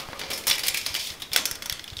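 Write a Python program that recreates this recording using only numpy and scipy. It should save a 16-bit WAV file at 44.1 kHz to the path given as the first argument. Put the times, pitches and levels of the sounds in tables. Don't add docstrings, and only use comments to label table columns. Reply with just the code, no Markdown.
import sys
import numpy as np
from scipy import signal
from scipy.fft import rfft, irfft
from scipy.io import wavfile
from scipy.ndimage import uniform_filter1d

SR = 44100
rng = np.random.default_rng(int(sys.argv[2]) if len(sys.argv) > 2 else 0)


def unload_audio(sound):
    columns = np.transpose(np.atleast_2d(sound))
    steps = np.round(np.clip(columns, -1, 1) * 32767)
    wavfile.write(sys.argv[1], SR, steps.astype(np.int16))


N = 88200

# (frequency [Hz], relative level per Hz [dB])
AIR_COLOUR = [(15, 5), (35, -17), (80, 0.5), (160, -4.5), (350, -6), (800, -11), (2000, -13), (5000, -18.5),
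              (10000, -23), (16000, -24.5)]
# (frequency [Hz], rms level [dB])
MAINS_HUM = [(50, -62.5)]
AIR_DB = -48

# (start [s], length [s], level before fade [dB], change by the end [dB],
# bass [dB], treble [dB], favoured frequency [Hz], its boost or cut [dB])
SCRAPES = [(0, 0.04, -33, -12, 12, -4, 925, 0.5), (0.032, 0.23, -46.5, -2.5, 6.5, -7, 616, 5.5),
           (0.187, 0.11, -40, -3.5, 2, -10.5, 550, 10.5), (0.301, 0.043, -31, -3.5, 0, -5, 520, 11.5),
           (0.357, 0.11, -40.5, -8.5, 3.5, 3, 233, 10), (0.4685, 0.036, -24, 0, 1, 3.5, 5600, 10),
           (0.506, 0.058, -25, -13, -2.5, -1, 5400, 0), (0.633, 0.08, -32, -1.5, -2, -1, 2140, 4.5),
           (0.738, 0.19, -34.5, -13.5, -23, -3, 2450, 10), (0.857, 0.14, -34.5, -13, -5.5, -6, 5030, 3),
           (0.942, 0.043, -28, -11, 2.5, 2, 4930, 7), (0.989, .1, -33.5, -0.5, -19, -3.5, 3220, 2),
           (1.089, 0.064, -38.5, -7.5, 6.5, 1, 3450, 2.5), (1.325, 0.071, -36.5, 4.5, 4, -11.5, 5030, -8),
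           (1.367, 0.046, -27, -13, 6, -1, 5350, 2)]
SLIPS_PER_S, SLIP_SPREAD_DB, SCRAPE_EDGE_S = 4000, 2, 0.00036
CLUMP_S, CLUMP_DB = 0.003, 1.76

# (time [s], level [dB], bass [dB], treble [dB], chatter t60 [s],
# favoured frequency [Hz], its boost or cut [dB])
CLICKS = [(.087, -33, 19, -3, 0.019, 406, 7), (0.1308, -29.5, 18, -21, 0.021, 1440, 11),
          (.193, -31.5, -6, -3, 0.053, 5000, 0), (0.2145, -26.5, 1, -13, 0.022, 454, 12.5),
          (0.235, -33, -2, -19, 0.054, 1600, 9), (0.305, -29, 8, 7, 0.022, 5170, -1),
          (.316, -28.5, 3, -6, 0.026, 2150, 8), (0.332, -29, -8, 4.5, 0.13, 5330, 11),
          (0.376, -30.5, 3, 3.5, 0.096, 3550, -5), (.438, -35.5, -4, -5, 0.031, 2320, 9),
          (0.4691, -21, -0.5, 8, 0.091, 1020, 11.5), (0.479, -19, -7, 4, 0.037, 5400, 4),
          (0.4988, -19.5, -8, 10, 0.022, 3520, 20), (0.5113, -15.5, -6, -14, 0.025, 3430, 6.5),
          (.516, -23.5, -3, 0, 0.034, 5370, 24), (.553, -30, -8, -5, 0.07, 3260, 4),
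          (0.581, -25.5, 1, 6, 0.037, 2250, 11), (0.592, -27.5, 4, 4, 0.094, 4700, 4),
          (0.635, -23.5, 3.5, -1.5, 0.059, 5000, 8), (0.665, -26.5, 4, 8, 0.037, 2120, 9),
          (0.670, -22.5, -4, 6, 0.021, 4400, 6), (0.6826, -14.5, -14, 8, 0.033, 2160, 9),
          (0.7441, -21.5, 0.5, 4.5, 0.038, 2430, 19), (0.7721, -22, -7.5, 3, 0.058, 2400, 5),
          (0.813, -31.5, 0, 3, 0.04, 4840, 10), (.863, -19.5, 3, 0, 0.041, 4840, 3.5),
          (0.9508, -21.5, 1, -5.5, 0.018, 3080, 9), (0.961, -27, -10, -3, 0.051, 2410, 12),
          (0.997, -31.5, -10, -18, 0.047, 3530, -16), (1.102, -30.5, -24, -15, 0.023, 3220, -2),
          (1.1992, -40, 12, 7, 0.12, 3440, 12), (1.2202, -28, 3.5, -0.5, 0.05, 3800, 12),
          (1.317, -32, 11.5, 0, 0.034, 3500, 9), (1.3321, -20.5, -11, 5, 0.049, 5000, 10),
          (1.3617, -11, -8, 3, 0.023, 1050, -4), (1.374, -21, 8, 3, 0.028, 5350, 1),
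          (1.4544, -16.5, 1, 9.5, 0.038, 5730, 8), (1.512, -21.5, 6, 11, 0.019, 5360, 10),
          (1.5541, -32, 13, 4, 0.026, 5000, 6), (1.6218, -28.5, 6.5, 0.5, 0.054, 2020, 1.5),
          (1.658, -27, 8.5, 6.5, 0.036, 6000, 9.5), (1.6972, -18, -1, 2, 0.014, 3220, 5.5),
          (1.725, -22.5, 0.5, 4.5, 0.014, 3460, 3.5), (1.794, -30, -0.5, -12, 0.018, 2050, 2.5),
          (1.8415, -31.5, 0, 4, 0.01, 3440, 9.5), (1.8779, -32.5, -5, -8, 0.024, 3050, 8),
          (1.902, -34.5, -28, -10, 0.0089, 3600, 5), (1.932, -40, 15, -3, 0.031, 3500, 16),
          (1.968, -28.5, -18, -2, 0.027, 3850, 13), (1.984, -34, -2, -4, 0.007, 3360, 11),
          (1.990, -28, -3, -9, 0.013, 3300, 9)]
CLICK_RISE_S, CLICK_LEVEL_SPAN_S = 0.00035, 0.0022

# (frequency [Hz], gain [dB])
CONTACT_COLOUR = [(60, -24.5), (200, -12.5), (600, -10.5), (1150, -9), (1550, -7.5), (2150, 0.5),
                  (2700, -1), (3400, 2), (4000, -0.5), (5500, -0.4), (7500, -7.5), (10500, -6), (13500, -9),
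                  (16000, -11)]
BASS_EDGE_HZ, TREBLE_EDGE_HZ, PING_WIDTH_HZ = 1950, 6950, 355
# (frequency [Hz], boost [dB])
HOOK_RESONANCES = [(1490, 5), (1980, 2.5), (3400, 4.5), (4450, 5), (5350, 5.5), (6300, 5.5), (7400, 3)]
HOOK_WIDTH_HZ = 134

# (frequency [Hz], relative level [dB], t60 [s])
FREE_BLADE = [(555, -13.5, 0.22), (948, -25, 0.2), (1744, -17, 0.28), (2147, -17.5, 0.19),
              (2382, -9.5, 0.15), (3550, -17, 0.13), (4650, -12, 0.15), (5325, -6, 0.068),
              (6897, -11, 0.31)]
# (frequency [Hz], relative level [dB], t60 [s])
HELD_BLADE = [(1386, -12.5, 0.5), (4270, -16, 0.2), (5300, -26, 0.08)]
BLADE_DB, HELD_FROM_S = -14.5, 1.35

# (frequency [Hz], t60 [s], relative level [dB])
ROOM = [(200, 0.64, 1.5), (1010, 0.44, 1.5), (2030, 0.42, -4.5), (4400, 0.31, -5), (7800, 0.27, -4),
        (15200, 0.29, -15.5)]
ROOM_ONSET_S, ROOM_CHANGE_S = 0.0026, 0.09

THUMP_LEVELS = [-36.5, -39, -40, -44, -38.5, -41.5, -41, -37.5, -35, -34]
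THUMP_FIRST_S, THUMP_EVERY_S, THUMP_WIDTH_S = 0.091, 0.2042, 0.0022
# (time [s], level [dB], width [s])
HANDLING_BUMP = (1.977, -35, 0.004)

# (frequency [Hz], starting level [dB], t60 [s])
KNOCK_TONES = [(450, -28.5, 0.027), (516, -27.5, 0.032), (720, -23.5, 0.024), (1526, -14.5, 0.024),
               (1980, -12, 0.009)]
KNOCK_S = 1.3617

CUTOFF_HZ = 15750


def amp(db):
    return 10 ** (np.asarray(db) / 20)


def unit(x):
    return x / np.sqrt(np.mean(x ** 2) + 1e-20)


def read(points, hz, axis=1):
    table = np.array(points)
    return np.interp(np.log(hz + 1), np.log(table[:, 0] + 1), table[:, axis])


def add(mix, start, sound):
    part = mix[max(round(start * SR), 0):][:len(sound)]
    part += sound[:len(part)]


def background():
    t, hz = np.arange(N) / SR, np.fft.rfftfreq(N, 1 / SR)
    spectrum = rfft(rng.standard_normal(N)) * amp(read(AIR_COLOUR, hz))
    air = unit(irfft(spectrum, N))
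    hum = sum(amp(db) * unit(np.sin(2 * np.pi * (f * t + rng.random()))) for f, db in MAINS_HUM)
    return amp(AIR_DB) * air + hum


def contact(force, bass_db, treble_db, ping_hz, ping_db, on_wall=False, size=2048):
    hz = abs(np.fft.fftfreq(size, 1 / SR)) + 1
    bass = bass_db / (1 + (hz / BASS_EDGE_HZ) ** 4)
    treble = treble_db / (1 + (TREBLE_EDGE_HZ / hz) ** 6)
    ping = ping_db / (1 + ((hz - ping_hz) / PING_WIDTH_HZ) ** 2)
    db = read(CONTACT_COLOUR, hz) + bass + treble + ping
    if on_wall:
        db = db + sum(peak_db / (1 + ((hz - f) / HOOK_WIDTH_HZ) ** 2) for f, peak_db in HOOK_RESONANCES)
    log_response = np.conj(signal.hilbert(np.log(amp(db))))
    response = np.fft.ifft(np.exp(log_response)).real
    return signal.fftconvolve(force, response[:size // 2])


def scrapes():
    out = np.zeros(N)
    for start, length, db, fade_db, bass_db, treble_db, ping_hz, ping_db in SCRAPES:
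        t = np.arange(0, length, 1 / SR)
        chance, strength, sign = rng.random((3, SR // 4))[:, :len(t)]
        happens = chance < SLIPS_PER_S / SR
        size = amp(-SLIP_SPREAD_DB * np.log(strength + 0.037))
        edges = np.clip(np.minimum(t, length - t) / SCRAPE_EDGE_S, 0, 1)
        clumps = unit(uniform_filter1d(rng.standard_normal(SR // 4), int(CLUMP_S * SR)))[:len(t)]
        slips = happens * np.sign(sign - 0.5) * size * edges * amp(CLUMP_DB * clumps)
        rub = contact(slips, bass_db, treble_db, ping_hz, ping_db)
        progress = np.minimum(np.arange(len(rub)) / len(t), 1)
        add(out, start, amp(db + fade_db * progress) * rub / np.std(rub[:len(t)]))
    return out


def blade(drive):
    t, out = np.arange(SR // 2) / SR, np.zeros(N)
    held = np.arange(N) / SR >= HELD_FROM_S
    for modes, when in (FREE_BLADE, ~held), (HELD_BLADE, held):
        ring = np.zeros(len(t))
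        for hz, db, t60 in modes:
            ring += amp(db) * unit(amp(-60 * t / t60) * np.sin(2 * np.pi * hz * t))
        out += signal.fftconvolve(drive * when, ring / np.sqrt(len(t)))[:N]
    return amp(BLADE_DB) * out


def room(x, count=4):
    t, out = np.arange(SR // 2) / SR, np.zeros(N)
    place = np.arange(N) / SR / ROOM_CHANGE_S
    for k in range(count):
        onset = np.clip(t / ROOM_ONSET_S - 0.5, 0, 1)
        taps = rng.standard_normal(len(t)) * (rng.random(len(t)) < 0.2) * onset
        hz, when, bands = signal.stft(unit(taps), SR, nperseg=256)
        t60 = read(ROOM, hz)[:, None]
        fade = amp(read(ROOM, hz, axis=2)[:, None] - 60 * when / t60)
        even_energy = np.sqrt(2 * np.log(1000) / (t60 * SR))
        tail = signal.istft(bands * fade * even_energy, SR, nperseg=256)[1]
        distance = abs((place - k + count / 2) % count - count / 2)
        share = np.cos(np.pi / 2 * np.minimum(distance, 1))
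        out += signal.fftconvolve(x * share, tail)[:N]
    return out


def clicks():
    out, t = np.zeros(N), np.arange(SR // 16) / SR
    for start, db, bass_db, treble_db, t60, ping_hz, ping_db in CLICKS:
        chatter = rng.choice([-1., 1.], len(t))
        force = chatter * np.minimum(t / CLICK_RISE_S, 1) * amp(-60 * t / t60)
        click = contact(force, bass_db, treble_db, ping_hz, ping_db, start > HELD_FROM_S)
        add(out, start, amp(db) * click / np.std(click[:int(CLICK_LEVEL_SPAN_S * SR)]))
    return out


def thumps():
    t = np.arange(N) / SR
    start, db, width = HANDLING_BUMP
    v = (t - start) / width
    out = amp(db) * np.cos(2 * v) * np.exp(-(v / 2) ** 2)
    for k, thump_db in enumerate(THUMP_LEVELS):
        u = (t - THUMP_FIRST_S - k * THUMP_EVERY_S) / THUMP_WIDTH_S
        out += amp(thump_db) * u * np.exp((1 - u ** 2) / 2)
    return out


def knock():
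    out, t = np.zeros(N), np.arange(SR // 8) / SR
    tones = sum(amp(db - 60 * t / t60) * np.cos(2 * np.pi * hz * t) for hz, db, t60 in KNOCK_TONES)
    add(out, KNOCK_S, tones)
    return out


def scene():
    contacts = clicks() + scrapes()
    ringing = blade(contacts)
    direct = contacts + ringing + knock()
    toward_walls = clicks() + scrapes() + ringing
    mono = direct + room(toward_walls) + background() + thumps()
    return np.array([mono, mono])


def record(dry):
    lowpass = signal.firwin(511, CUTOFF_HZ, window=("kaiser", 8), fs=SR)
    return signal.oaconvolve(dry, lowpass[None], "same")


dry = scene()
out = record(dry)
unload_audio(out)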